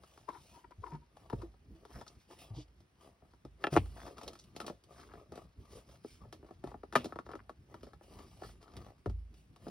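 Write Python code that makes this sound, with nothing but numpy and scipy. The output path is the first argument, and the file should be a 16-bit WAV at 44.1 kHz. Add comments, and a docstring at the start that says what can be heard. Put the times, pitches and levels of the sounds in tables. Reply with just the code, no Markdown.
"""Fur brushes and paws scrape and tap a cardboard box as a cat rummages in it, outdoors on a wooden deck.
Over a faint steady hush, edges creak, claws crackle and scratch, and shifts of weight thump the boards.
Twice the cat leans so hard that walls snap through and crunch.
Rubbing is clumped slip noise, blows ring damped panel modes, thumps are swinging sines over deck modes.
Two close microphone ports pick it all up with scatter off the surroundings."""
import sys
import numpy as np
from scipy import signal
from scipy.fft import rfft, irfft, next_fast_len
from scipy.io import wavfile
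from scipy.ndimage import uniform_filter1d, map_coordinates

SR = 44100
rng = np.random.default_rng(int(sys.argv[2]) if len(sys.argv) > 2 else 0)


def dump(signal):
    """Clip the signal to [-1, 1] and save it as 16-bit WAV at the path in sys.argv[1]."""
    limited = np.clip(np.atleast_2d(signal).T, -1, 1)
    pcm = np.round(limited * 32767).astype(np.int16)
    wavfile.write(sys.argv[1], SR, pcm)


N = 427769

# All event levels are relative drive levels within their layer.
# box flexing under the cat, low rumble: t/s, level/dB
FLEX_RUMBLE = [(0, -71), (1.2, -71), (1.7, -63), (2.2, -71), (3.2, -69), (4.0, -63.5), (4.9, -65),
               (7.6, -63), (9.7, -64)]
# paws, claws, head striking cardboard: t/s, level/dB, hollow/dB, sharp/dB (last two relative to the level)
BOX_TAPS = [(0.035, -44, -15, -19), (0.175, -42.5, -16, -19.5), (0.289, -46, -3, -12),
            (0.644, -49, -17, -37), (0.708, -48, -12, -20.5), (0.839, -50, -28, -27),
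            (1.169, -40.5, -42, -22), (1.299, -36.5, -24, -14.5), (1.328, -38, 5, -20),
            (1.338, -54, 16.5, -26), (1.418, -40.5, -14, -18), (1.54, -53.5, -9.5, -32),
            (1.851, -41, -12.5, -18.5), (2.012, -35, -12, -16), (2.065, -45, -19, -16),
            (2.804, -60.5, -4, -17), (3.221, -55, -4, -46), (3.335, -50, -11, -28), (3.45, -45.5, 3.5, -17),
            (3.727, -35, 2, -14.5), (3.738, -34.5, 0, -7), (3.755, -27, -2, -18.5),
            (3.858, -45.5, -15, -18.5), (4.064, -36, -10.5, -16), (4.078, -39.5, -8, -17),
            (4.181, -37.5, -12, -11.5), (4.232, -52, 3, -3), (4.278, -37.5, -6.5, -3.5),
            (4.332, -45.5, -8.5, -11), (4.353, -43.5, -15, -14.5), (4.393, -67, -13, -10),
            (4.439, -81, -9, -0.5), (4.563, -37.5, -6, -5), (4.602, -28.5, -16, -7),
            (4.614, -33.5, -16, -12), (4.644, -41.5, -5, -23), (4.665, -45, 1, 1), (4.679, -30, -13, -11),
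            (4.698, -36.5, 0, -16), (4.838, -61.5, -10, -8.5), (4.998, -45, -15, -16.5),
            (5.137, -41, -8, -22.5), (5.154, -50, -3, -25), (5.32, -40.5, -0.5, -15.5),
            (5.356, -45, -5, -11.5), (5.376, -38.5, -5, -19.5), (6.046, -46.5, 9.5, -45),
            (6.252, -53, 0, -32.5), (6.326, -37, -12.5, -9.5), (6.428, -51, 1, -39), (6.445, -52, 1.5, -26),
            (6.488, -48, -13, -30), (6.508, -43, -2.5, -26), (6.639, -37.5, 4, -18),
            (6.673, -36, -8.5, -19.5), (6.716, -38.5, -13, -48), (6.742, -35.5, -8, -34.5),
            (6.833, -35.5, -7, -27), (6.925, -31.5, -21.5, -14), (6.934, -36, -7, -13.5),
            (6.954, -13, -17, -8.5), (6.958, -14, -20, -4.5), (6.963, -19.5, -12, -9),
            (7.044, -40, 4.5, -2.5), (7.056, -40, 5.5, -7.5), (7.123, -29, -16, -28),
            (7.158, -32.5, -8.5, -23), (7.188, -25.5, -16, -22), (7.264, -39, -11, -23.5),
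            (7.29, -34, -12.5, -29), (7.305, -37, -15, -31.5), (7.315, -36.5, -15, -19),
            (7.334, -31.5, -11.5, -29), (7.353, -33.5, -9, -21), (7.494, -31, -15, -21),
            (7.742, -35, -12, -20.5), (7.831, -45, 0.5, -13), (7.868, -47.5, 0, -24),
            (7.933, -41, -14, -22), (8.01, -46.5, -9, -34), (8.206, -52, -5, -33), (8.419, -36.5, -5, -22),
            (8.435, -34.5, -14.5, -26), (8.446, -41.5, -12, -17.5), (8.492, -49, -19, -26),
            (8.627, -50, -10.5, -13), (8.679, -45.5, -14, -25), (8.767, -46.5, -7, -5.5),
            (8.864, -52, -3, -28), (8.884, -51, -11, -25), (9.059, -32, 2, -18), (9.097, -45, -5, -15.5),
            (9.341, -61.5, -10, -12), (9.561, -48, -14.5, -15.5), (9.666, -40, 2, -24),
            (9.682, -48.5, 9, -9.5)]
# cardboard catching and slipping: t of height/s, level/dB, half width/s
EDGE_CREAKS = [(0.29, -34.5, 0.0026), (0.304, -46, 0.0056), (0.354, -50.5, 0.016), (0.571, -57, 0.019),
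               (0.648, -48.5, 0.003), (0.721, -55, 0.005), (0.842, -37.5, 0.0027), (0.874, -45.5, 0.0085),
               (0.927, -49, 0.0095), (0.952, -50, 0.008), (1.029, -63, 0.0064), (1.306, -42.5, 0.0021),
               (1.332, -35.5, 0.0025), (1.424, -52, 0.0064)]
# shifts of weight: t/s, push level/dB, settled pitch of box floor f/Hz, rise/s, deck ring level/dB
WEIGHT_SHIFTS = [(0.782, -42.5, 87.6, .012, -46), (0.923, -39, 148, 0.015, -54),
                 (1.335, -28, 119, 0.0048, -36), (1.377, -44.5, 102, 0.016, -47),
                 (1.428, -41.5, 333, 0.0092, -73), (1.74, -59, 320, 0.015, -75),
                 (2.503, -40, 101.6, 0.014, -42.5), (2.561, -42, 124, 0.015, -77),
                 (2.575, -44, 300, 0.011, -73), (3.443, -51.5, 129, 0.012, -47),
                 (3.722, -29, 137.4, 0.013, -54.5), (3.766, -27, 87.2, 0.017, -28),
                 (4.628, -49.5, 199, 0.012, -69), (6.261, -55, 109, 0.016, -63.5),
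                 (6.652, -51, 131, .013, -44), (6.955, -43, 135, .014, -50),
                 (6.964, -35, 239, 0.013, -60.5), (8.437, -57, 110, .02, -45),
                 (9.061, -49, 195, .011, -58.5), (9.069, -30.5, 89, 0.016, -26),
                 (9.67, -47, 175, .013, -57)]
# box panel modes: f/Hz, level/dB, undamped t60/s
PANEL_MODES = [(138, -14, .12), (230, -15, .10), (338, 2, .06), (400, 0, .055), (475, -7, .05),
               (545, -5, .05), (615, -1, .055), (710, 2, .06), (820, 0, .06), (950, -4, .06),
               (1115, -2, .055), (1240, -2, .055), (1305, 1, .06), (1365, -1, .055), (1545, -14, .06),
               (1740, 0, .055), (1925, -12, .06), (2385, -8, .06), (2660, -8, .07), (2780, -9, .07),
               (3080, -16, .06), (3295, -10, .07)]
# deck board modes: f/Hz, level/dB, t60/s
DECK_MODES = [(55, 2.5, 0.51), (45, -6, 0.18), (61.3, -0.5, 0.18), (80.5, -2.5, 0.45)]
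# creaking flap modes: f/Hz, level/dB
FLAP_MODES = [(350, -3.5), (425, -8.5), (760, -12), (955, 3.5), (1250, -11.5), (1385, -13)]
# strokes along the box: start t/s, length/s, panel scrape level/dB, fur hiss level/dB
BOX_STROKES = [(0.02, 0.21, -71, -71.5), (0.285, 0.15, -70.5, -69), (0.416, 0.18, -71.5, -68),
               (0.819, .14, -65, -73), (1.156, 0.15, -66.5, -78), (1.321, 0.14, -64.5, -73.5),
               (1.74, 0.12, -72.5, -80), (1.912, 0.099, -57, -66), (2.062, .07, -67, -73),
               (2.19, 0.036, -84.5, -72.5), (2.299, 0.049, -59, -65), (2.391, 0.055, -62.5, -59),
               (2.487, 0.11, -62, -93), (3.009, 0.074, -62, -72), (3.239, 0.085, -71.5, -92),
               (3.612, 0.041, -54.5, -70.5), (3.726, 0.036, -48.5, -49.5), (3.82, 0.16, -75.5, -70),
               (3.964, 0.15, -55.5, -65), (4.178, .12, -53.5, -70.5), (4.311, 0.19, -75.5, -75.5),
               (4.559, 0.15, -57.5, -72), (4.91, 0.16, -58.5, -68), (5.11, 0.12, -59.5, -80),
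               (5.342, 0.083, -57.5, -72), (5.603, 0.11, -69.5, -78), (5.719, 0.072, -56.5, -62),
               (5.878, 0.074, -65.5, -69.5), (6.047, .11, -73.5, -65.5), (6.214, 0.025, -57.5, -82),
               (6.331, 0.033, -58.5, -77), (6.467, 0.072, -68, -90), (6.651, 0.06, -54.5, -74.5),
               (6.962, 0.13, -58.5, -72.5), (7.268, .12, -62.5, -81.5), (7.697, 0.11, -62.5, -80),
               (7.82, 0.076, -63.5, -82.5), (8.032, 0.39, -68.5, -70), (8.118, 0.12, -56.5, -75.5),
               (8.427, 0.085, -60.5, -64), (8.619, 0.043, -61, -75.5), (8.709, 0.19, -56, -75.5),
               (9.358, 0.057, -79, -73.5), (9.62, 0.1, -59, -69)]
# claw tips drawn along a wall: middle t/s, level/dB, half length/s
CLAW_SCRATCHES = [(1.97, -63, 0.054), (4.036, -56, 0.062), (5.004, -62.5, 0.043), (5.13, -62.5, .04),
                  (7.398, -62.5, 0.013), (8.187, -83, .06), (8.817, -82, 0.095)]
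# wall snapping through and springing back: t/s, level/dB, hollow/dB, sharp/dB, crisp/dB (relative to level),
# pitch of the spot f/Hz, share of the free ring time, spring-back delay/s, spring-back level re snap/dB
WALL_SNAPS = [(3.64, -15.5, -20, -2, -34.5, 1740, 0.88, 0.0042, -9.5),
              (3.669, -23, -9.5, 1.5, -30.5, 620, 0.88, 0.0063, -13.5),
              (3.764, -10.5, -7.5, -13.5, -31.5, 760, 0.55, .0077, -2),
              (6.954, -13.5, -25, -7.5, -30, 1310, .85, 0.0053, 2)]
# corrugated flutes crushing: t/s, level/dB, t60/s, pitch f/Hz
FLUTE_CRUNCHES = [(2.077, -45, 0.032, 4900), (3.644, -43, .04, 2500), (3.772, -42.5, 0.1, 2450),
                  (4.278, -39.5, 0.038, 4100), (4.389, -51.5, 0.091, 5100), (5.77, -68, .06, 3200),
                  (6.967, -39, 0.062, 2836), (6.995, -55, 0.18, 2750), (7.056, -54, 0.036, 4900),
                  (8.767, -59, 0.066, 3300)]
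# noise spectrum shapes, relative: f/Hz, density/(dB per Hz)
# coarse scrape of the panels
SCRAPE_SHAPE = [(90, -23), (200, -2.5), (330, 5), (450, 7.5), (600, 8.5), (850, 1), (1080, -0.5),
                (1300, 3.5), (1600, -27), (1900, -13), (3000, -21), (6000, -46)]
# fur on cardboard
FUR_SHAPE = [(600, -28.5), (1700, -3.5), (2800, 5), (4000, 1.5), (5300, 4.5), (7000, -2.5), (10000, -0.5),
             (12500, -8.5), (15800, -8.5)]
# crack of a blow
CRACK_SHAPE = [(80, -20.5), (250, 12.5), (1300, 3.5), (1550, -12), (2200, -10.5), (4000, -14.5),
               (5300, -15), (7000, -22.5), (10000, -23.5), (15800, -35.5)]
# flexing box
RUMBLE_SHAPE = [(20, -36.5), (38, -12.5), (56, 6), (85, -1.5), (130, -4), (220, -10.5), (400, -16.5),
                (900, -55.5)]
# outdoor air
HUSH_SHAPE = [(20, -15.5), (55, -15), (120, -23), (300, -13), (700, -12.5), (2200, -18), (5000, -29.5),
              (10000, -56), (15800, -43)]
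# skipping claws
CRACKLE_SHAPE = [(200, -24), (600, 1), (1300, -1), (2200, -9.5), (5000, -6), (10000, -23), (15800, -27)]
# port level difference: f/Hz, left minus right/dB
PORT_LEVEL = [(60, -1.5), (92, 2), (140, 1.5), (210, -1), (330, -1.5), (500, 2), (770, 5.5), (1170, 8.5),
              (1790, 0), (2740, -2), (4190, -1), (6410, 0.5), (9810, 0), (15000, -0.5)]
# port phase difference: f/Hz, lead of left over right/rad
PORT_PHASE = [(100, 0), (400, -.25), (800, -.45), (1300, -.55), (1800, -.6), (2840, 1.1), (4000, .9),
              (4800, .6), (5600, 1.2), (7300, 3.14), (9000, 4.8), (10400, 6.28), (12000, 7.9),
              (13500, 9.42), (16000, 12.2)]

LOW_CUT_HZ, TOP_HZ = 32, 15850
# stroke envelope: time to rise and to fall by 20 dB, lightening towards the ends
ATTACK_S, RELEASE_S, ARCH_DB = 0.046, 0.081, 3
ATTACK_SHARE = 0.57  # longest rise, as a share of stroke length
REST_SCRAPE_DB, REST_FUR_DB = -85.5, -83  # light leaning between strokes
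FLEX_DB, FLEX_WAVER_DB, FLEX_FOLLOWS = 4, 4, 0.24  # offset, random swing, dB of rumble per dB of scrape
# light taps are crisp surface noise, heavy ones panel: offset, reference level, dB lost per dB of level
CRISP_DB, MIDDLING_DB, CRISP_FALLS = -2.5, -41, 0.58
# claw grains: rate, decay, level re stroke, range of sizes
CRACKLE_PER_S, CRACKLE_T60_S, CRACKLE_DB, CRACKLE_RANGE_DB = 80, 0.051, -5, 18.5


def amp(db):
    """Decibels to gain."""
    return 10 ** (np.asarray(db) / 20)


def unit(x):
    """x at rms 1."""
    return x / np.sqrt(np.mean(x ** 2) + 1e-20)


def along(points, hz):
    """(f/Hz, value) points joined on a log frequency axis."""
    f, v = np.transpose(points)
    return np.interp(np.log(hz + 1), np.log(f + 1), v)


def curves(rows):
    """One value per sample for each column after the time."""
    s, *cols = np.transpose(rows)
    return [np.interp(np.arange(N) / SR, s, c) for c in cols]


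def wobble(rate_hz):
    """Smooth random curve with rate_hz knots a second."""
    knots = rng.standard_normal(int(N * rate_hz / SR) + 4)
    return map_coordinates(knots, [np.arange(N) * rate_hz / SR])


def filtered(x, response):
    """x times a complex response of frequency."""
    size = x.shape[-1]
    m = next_fast_len(size + SR // 10)
    return irfft(rfft(x, m) * response(np.fft.rfftfreq(m, 1 / SR)), m)[..., :size]


def coloured(x, spectrum, size=2048):
    """x through the minimum-phase filter of this spectrum, made by folding its cepstrum."""
    level_db = along(spectrum, np.fft.rfftfreq(size, 1 / SR))
    cepstrum = irfft(np.log(amp(level_db)))
    folded = np.r_[cepstrum[0], 2 * cepstrum[1:size // 2]]
    impulse = irfft(np.exp(rfft(folded, size)))
    return signal.fftconvolve(x, impulse)[:len(x)]


def band(x, lo_hz, hi_hz):
    """The part of x between two soft edges, at rms 1."""
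    def response(hz):
        return 1 / np.sqrt((1 + (lo_hz / (hz + 1)) ** 8) * (1 + (hz / hi_hz) ** 8))
    return unit(filtered(x, response))


def add(track, s, sound):
    """Mix a sound into the track, starting at s seconds."""
    start = max(0, round(s * SR))
    track[start:start + len(sound)] += sound[:max(0, N - start)]


def friction(rate_hz, scatter_db, smooth, clump_db):
    """Tiny uneven slips in clumps, rate_hz a second, on a share of smooth noise."""
    onsets = rng.random(N) < rate_hz / SR
    signs = rng.choice([-1, 1], N)
    slips = onsets * signs * amp(scatter_db * np.clip(rng.standard_normal(N), -2, 1.5))
    grain = unit(slips) + smooth * rng.standard_normal(N)
    return unit(grain * amp(clump_db * np.tanh(wobble(130))))


def patchy(x, depth_db):
    """Shift the colour over time, as the rubbed spot moves over the panels."""
    z = signal.stft(x, nperseg=512)[2]
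    field = uniform_filter1d(rng.standard_normal(z.shape), size=4, axis=0)
    field = uniform_filter1d(field, size=14, axis=1)
    return unit(signal.istft(z * amp(depth_db * unit(field)), nperseg=512)[1][:N])


def panel_ring(t, spot_hz=600, spot_db=3, damping=1.0, scatter_db=2.5, spread_rad=1.0, detune=0.0091):
    """Box modes: the touched spot favours those near one pitch; the paw scales their ring time."""
    hz, db, t60_s = np.transpose(PANEL_MODES)[:, :, None]
    # the cat's weight bends the walls and detunes them a little each time
    hz = hz * (1 + detune * np.tanh(rng.standard_normal(hz.shape)))
    favour_db = spot_db * np.exp(-(np.log2(hz / spot_hz) / .18) ** 2)
    start_db = db + favour_db + scatter_db * rng.standard_normal(hz.shape)
    size = amp(start_db - 60 * t / (t60_s * damping))
    phase = spread_rad * rng.standard_normal(hz.shape)
    return np.sum(size * np.cos(2 * np.pi * hz * t + phase), axis=0)


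def blow(db, hollow_db, sharp_db, crisp_db, ring, crack_t60_s,
         tail_db=-24, tail_t60_s=0.37, crack_db=-10, push_db=-10, push_t60_s=0.0066):
    """One contact: push, crack and panel ring, weighed in four registers, after 10 ms of silence."""
    t = np.arange(len(ring)) / SR
    # fast decay, then a weak echo between the walls
    decay = amp(-60 * t / crack_t60_s) + amp(tail_db - 60 * t / tail_t60_s)
    crack = unit(coloured(decay * rng.standard_normal(len(t)), CRACK_SHAPE))
    push = unit(amp(-60 * t / push_t60_s))
    body = unit(ring) + amp(crack_db) * crack + amp(push_db) * push
    body, crack = np.pad([body, crack], [(0, 0), (SR // 100, 0)])
    hollow = amp(hollow_db - 18.0) * band(body, 175, 480)
    knock = amp(-30.5) * band(body, 540, 1650)
    snap = amp(sharp_db - 35.5) * band(body, 2100, 3700)
    crisp = amp(crisp_db - 18) * band(crack, 3000, SR / 2)
    return amp(db) * (hollow + knock + snap + crisp)


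def dispersed(track, travel_s, early_s):
    """Bending waves are slower at low pitch (travel_s at 1 kHz), so every blow chirps downward."""
    advance_s = early_s + .01  # takes back the blow's leading silence
    def response(hz):
        return np.exp(2j * np.pi * (advance_s * hz - 2 * travel_s * np.sqrt(1000 * hz)))
    return filtered(track, response)


def hush(level_db=-77):
    """Still outdoor air: steady coloured noise, independent at each port."""
    return amp(level_db) * np.array([unit(coloured(rng.standard_normal(N), HUSH_SHAPE)) for _ in range(2)])


def thumps(deck_rise_s=0.056, sag=0.14, scuff_db=-12):
    """A soft push swings the box floor briefly with a dull scuff; the deck boards ring on below it."""
    track, t = np.zeros(N), np.arange(SR) / SR
    modes = sum(amp(db - 60 * t / t60_s) * np.sin(2 * np.pi * hz * t) for hz, db, t60_s in DECK_MODES)
    deck = (1 - np.exp(-t / deck_rise_s)) * modes
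    for s, push_db, hz, rise_s, deck_db in WEIGHT_SHIFTS:
        # the pitch sags as the load settles
        swing = np.sin(2 * np.pi * hz * (t + sag * rise_s * (1 - np.exp(-t / rise_s))))
        scuff = amp(scuff_db) * band(rng.standard_normal(len(t)), hz / 2, hz * 2.0)
        push = t / rise_s * np.exp(1 - t / rise_s) * (swing + scuff)
        add(track, s, amp(push_db) * push + amp(deck_db) * deck)
    return track


def sniff(s=2.59, half_s=0.044, db=-61, lo_hz=2900, hi_hz=5400):
    """One short puff through the cat's nose: band noise under a flat-topped pulse."""
    t = np.arange(N) / SR
    return amp(db) * np.exp(-((t - s) / half_s) ** 4) * band(rng.standard_normal(N), lo_hz, hi_hz)


def creaks(rasp_db=-10, rasp_lo_hz=900, rasp_hi_hz=1850, grain_db=1.5, level_db=-4.0):
    """A catching edge judders in the modes of its flap and rasps unevenly."""
    t = np.arange(N) / SR
    grip = sum(amp(db) / np.cosh(np.clip((t - s) / half_s, -40, 40)) for s, db, half_s in EDGE_CREAKS)
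    judder = sum(amp(db) * np.sin(2 * np.pi * hz * t + 1.7 * wobble(115)) for hz, db in FLAP_MODES)
    rasp = band(friction(rate_hz=380, scatter_db=4, smooth=.2, clump_db=3), rasp_lo_hz, rasp_hi_hz)
    gain = amp(level_db + grain_db * np.tanh(wobble(160)))
    return gain * grip * (judder + amp(rasp_db) * rasp)


def scratches(lo_hz=900, hi_hz=1600):
    """Claw tips drawn along a wall slip in a fine, dense grain."""
    t = np.arange(N) / SR
    pressure = sum(amp(db) * np.exp(-((t - s) / half_s) ** 4) for s, db, half_s in CLAW_SCRATCHES)
    return pressure * band(friction(rate_hz=200, scatter_db=4, smooth=.15, clump_db=3), lo_hz, hi_hz)


def crunches(rise_s=0.00066):
    """Crushed flutes give way in a dying run of tiny snaps around one pitch."""
    track, t = np.zeros(N), np.arange(SR // 4) / SR
    snaps = friction(rate_hz=700, scatter_db=4, smooth=.2, clump_db=2)
    for s, db, t60_s, hz in FLUTE_CRUNCHES:
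        grain = band(snaps[round(s * SR):][:len(t)], hz, hz)
        add(track, s, amp(db - 60 * t / t60_s) * (1 - np.exp(-t / rise_s)) * grain)
    return track


def knocks(crack_t60_s=0.036, travel_s=0.0035, early_s=.0015):
    """A wall snaps through, then back with opposite sign; the close pair makes uneven resonances."""
    track, t = np.zeros(N), np.arange(SR // 4) / SR
    for s, db, hollow_db, sharp_db, crisp_db, spot_hz, damping, back_s, back_db in WALL_SNAPS:
        ring = panel_ring(t, spot_hz, spot_db=5, damping=damping, scatter_db=-1.5,
                          spread_rad=0.74, detune=0.015)
        snap = blow(db, hollow_db, sharp_db, crisp_db, ring, crack_t60_s, tail_db=-28.5, crack_db=-11.5)
        add(track, s, snap)
        add(track, s + back_s, -amp(back_db) * snap)
    return dispersed(track, travel_s, early_s)


def taps(crack_t60_s=0.05, damping=0.73, travel_s=0.0028, early_s=0.001102):
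    """Single contacts with the panels, faint ticks to hard blows: a pad sounds hollow, a claw crisp."""
    track, t = np.zeros(N), np.arange(SR // 4) / SR
    for s, db, hollow_db, sharp_db in BOX_TAPS:
        # hollow: mid-panel, low modes; dry: near a stiff edge
        spot_hz = 600 * 2 ** (-hollow_db / 17)
        crisp_db = sharp_db + CRISP_DB - CRISP_FALLS * (db - MIDDLING_DB)
        ring = panel_ring(t, spot_hz, spot_db=7, damping=damping, scatter_db=3)
        add(track, s, blow(db, hollow_db, sharp_db, crisp_db, ring, crack_t60_s))
    return dispersed(track, travel_s, early_s)


def strokes():
    """Scrape and fur gains: each stroke sets in, arches and lets go; powers add to the resting contact."""
    scrape_power = np.full(N, amp(REST_SCRAPE_DB) ** 2)
    fur_power = np.full(N, amp(REST_FUR_DB) ** 2)
    for start_s, length_s, scrape_db, fur_db in BOX_STROKES:
        attack_s = min(ATTACK_S, ATTACK_SHARE * length_s)
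        first_s = max(0, start_s - 2 * attack_s)
        t = first_s - start_s + np.arange(SR) / SR
        arch_db = ARCH_DB * (2 * np.clip(t / length_s, 0, 1) - 1) ** 2
        fade_db = 20 * (np.maximum(-t, 0) / attack_s + np.maximum(t - length_s, 0) / RELEASE_S)
        add(scrape_power, first_s, amp(scrape_db - arch_db - fade_db) ** 2)
        add(fur_power, first_s, amp(fur_db - arch_db - fade_db) ** 2)
    return np.sqrt(scrape_power), np.sqrt(fur_power)


def crackle():
    """Claws skipping over cardboard: random decaying noise grains of uneven size."""
    t = np.arange(SR // 20) / SR
    draws = rng.random((2, N))
    skips = (draws[0] < CRACKLE_PER_S / SR) * amp(CRACKLE_RANGE_DB * draws[1] ** 2)
    envelope = signal.fftconvolve(skips, amp(-60 * t / CRACKLE_T60_S))[:N]
    return unit(coloured(envelope * rng.standard_normal(N), CRACKLE_SHAPE))


def rubbing(ring_db=-9):
    """Paws scrape the panels in coarse slips, fur brushes in fine ones, claws crackle, the box flexes."""
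    scrape_gain, fur_gain = strokes()
    flex_db, = curves(FLEX_RUMBLE)
    t = np.arange(SR // 4) / SR
    coarse = friction(rate_hz=340, scatter_db=4.5, smooth=.35, clump_db=3)
    fine = friction(rate_hz=3500, scatter_db=4, smooth=1, clump_db=1.5)
    # the coarse slips also ring the panels
    ring = unit(signal.fftconvolve(coarse, panel_ring(t))[:N])
    scrape = patchy(unit(coloured(coarse, SCRAPE_SHAPE)) + amp(ring_db) * ring, depth_db=3.5)
    # about thirty small random ticks a second roughen the fur hiss
    tick_onsets = friction(rate_hz=30, scatter_db=3, smooth=0, clump_db=0)
    tick = rng.standard_normal(len(t)) * amp(-60 * t / .02)
    ticks = unit(signal.fftconvolve(tick_onsets, tick)[:N])
    fur = patchy(coloured(fine + .12 * coarse + .25 * ticks, FUR_SHAPE), depth_db=2.5)
    rumble = unit(coloured(rng.standard_normal(N), RUMBLE_SHAPE)) * unit(scrape_gain ** FLEX_FOLLOWS)
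    rumble_gain = amp(flex_db + FLEX_DB + FLEX_WAVER_DB * wobble(22))
    # claws skip most where a stroke is strong in both scrape and fur
    claws = amp(CRACKLE_DB) * np.sqrt(scrape_gain * fur_gain) * crackle()
    return scrape_gain * scrape + fur_gain * fur + claws + rumble_gain * rumble


def heard(x, echo_t60_s=0.096, echo_db=-4, count=3):
    """Two ports differ in level and phase by frequency; scatter off the deck and a steel bowl follows."""
    sides = np.array([[1], [-1]])
    t = np.arange(SR // 8) / SR
    echo = np.zeros((2, N))
    # several random scatter tails fade in and out, so the echo keeps no fixed colour
    for _ in range(count):
        scatter = rng.standard_normal((2, len(t))) * amp(-60 * t / echo_t60_s)
        scatter = scatter / np.linalg.norm(scatter[0])
        fed = x * np.tanh(2 * wobble(9))
        echo += signal.oaconvolve(fed[None], scatter, axes=1)[:, :N]
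    # small obstacles scatter long waves less
    echo = filtered(echo / np.sqrt(count), lambda hz: amp(echo_db) * (hz + 80) / (hz + 450))

    def port_response(hz):
        return amp(sides * along(PORT_LEVEL, hz) / 2) * np.exp(1j * sides * along(PORT_PHASE, hz) / 2)
    return (filtered(x, port_response) + echo) / np.sqrt(1 + amp(echo_db) ** 2 / 2)


def scene():
    """Hush, thumps, creaks from an edge to the left, and the box sounds, each with its own scatter."""
    cardboard = rubbing() + scratches() + sniff() + taps() + crunches()
    floor = heard(thumps(), echo_db=-6.5)
    edge = heard(creaks(), echo_db=-1.5) * amp([[1], [-1.5]])
    walls = heard(knocks(), echo_t60_s=0.046, echo_db=-9.5)
    return hush() + floor + edge + heard(cardboard) + walls


def record(dry):
    """Thin the deepest bass with a second-order high-pass and drop everything above the band limit."""
    high_pass = signal.butter(2, LOW_CUT_HZ, "high", fs=SR, output="sos")
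    thinned = signal.sosfilt(high_pass, dry)
    return filtered(thinned, lambda hz: hz < TOP_HZ)


dry = scene()
out = record(dry)
dump(out)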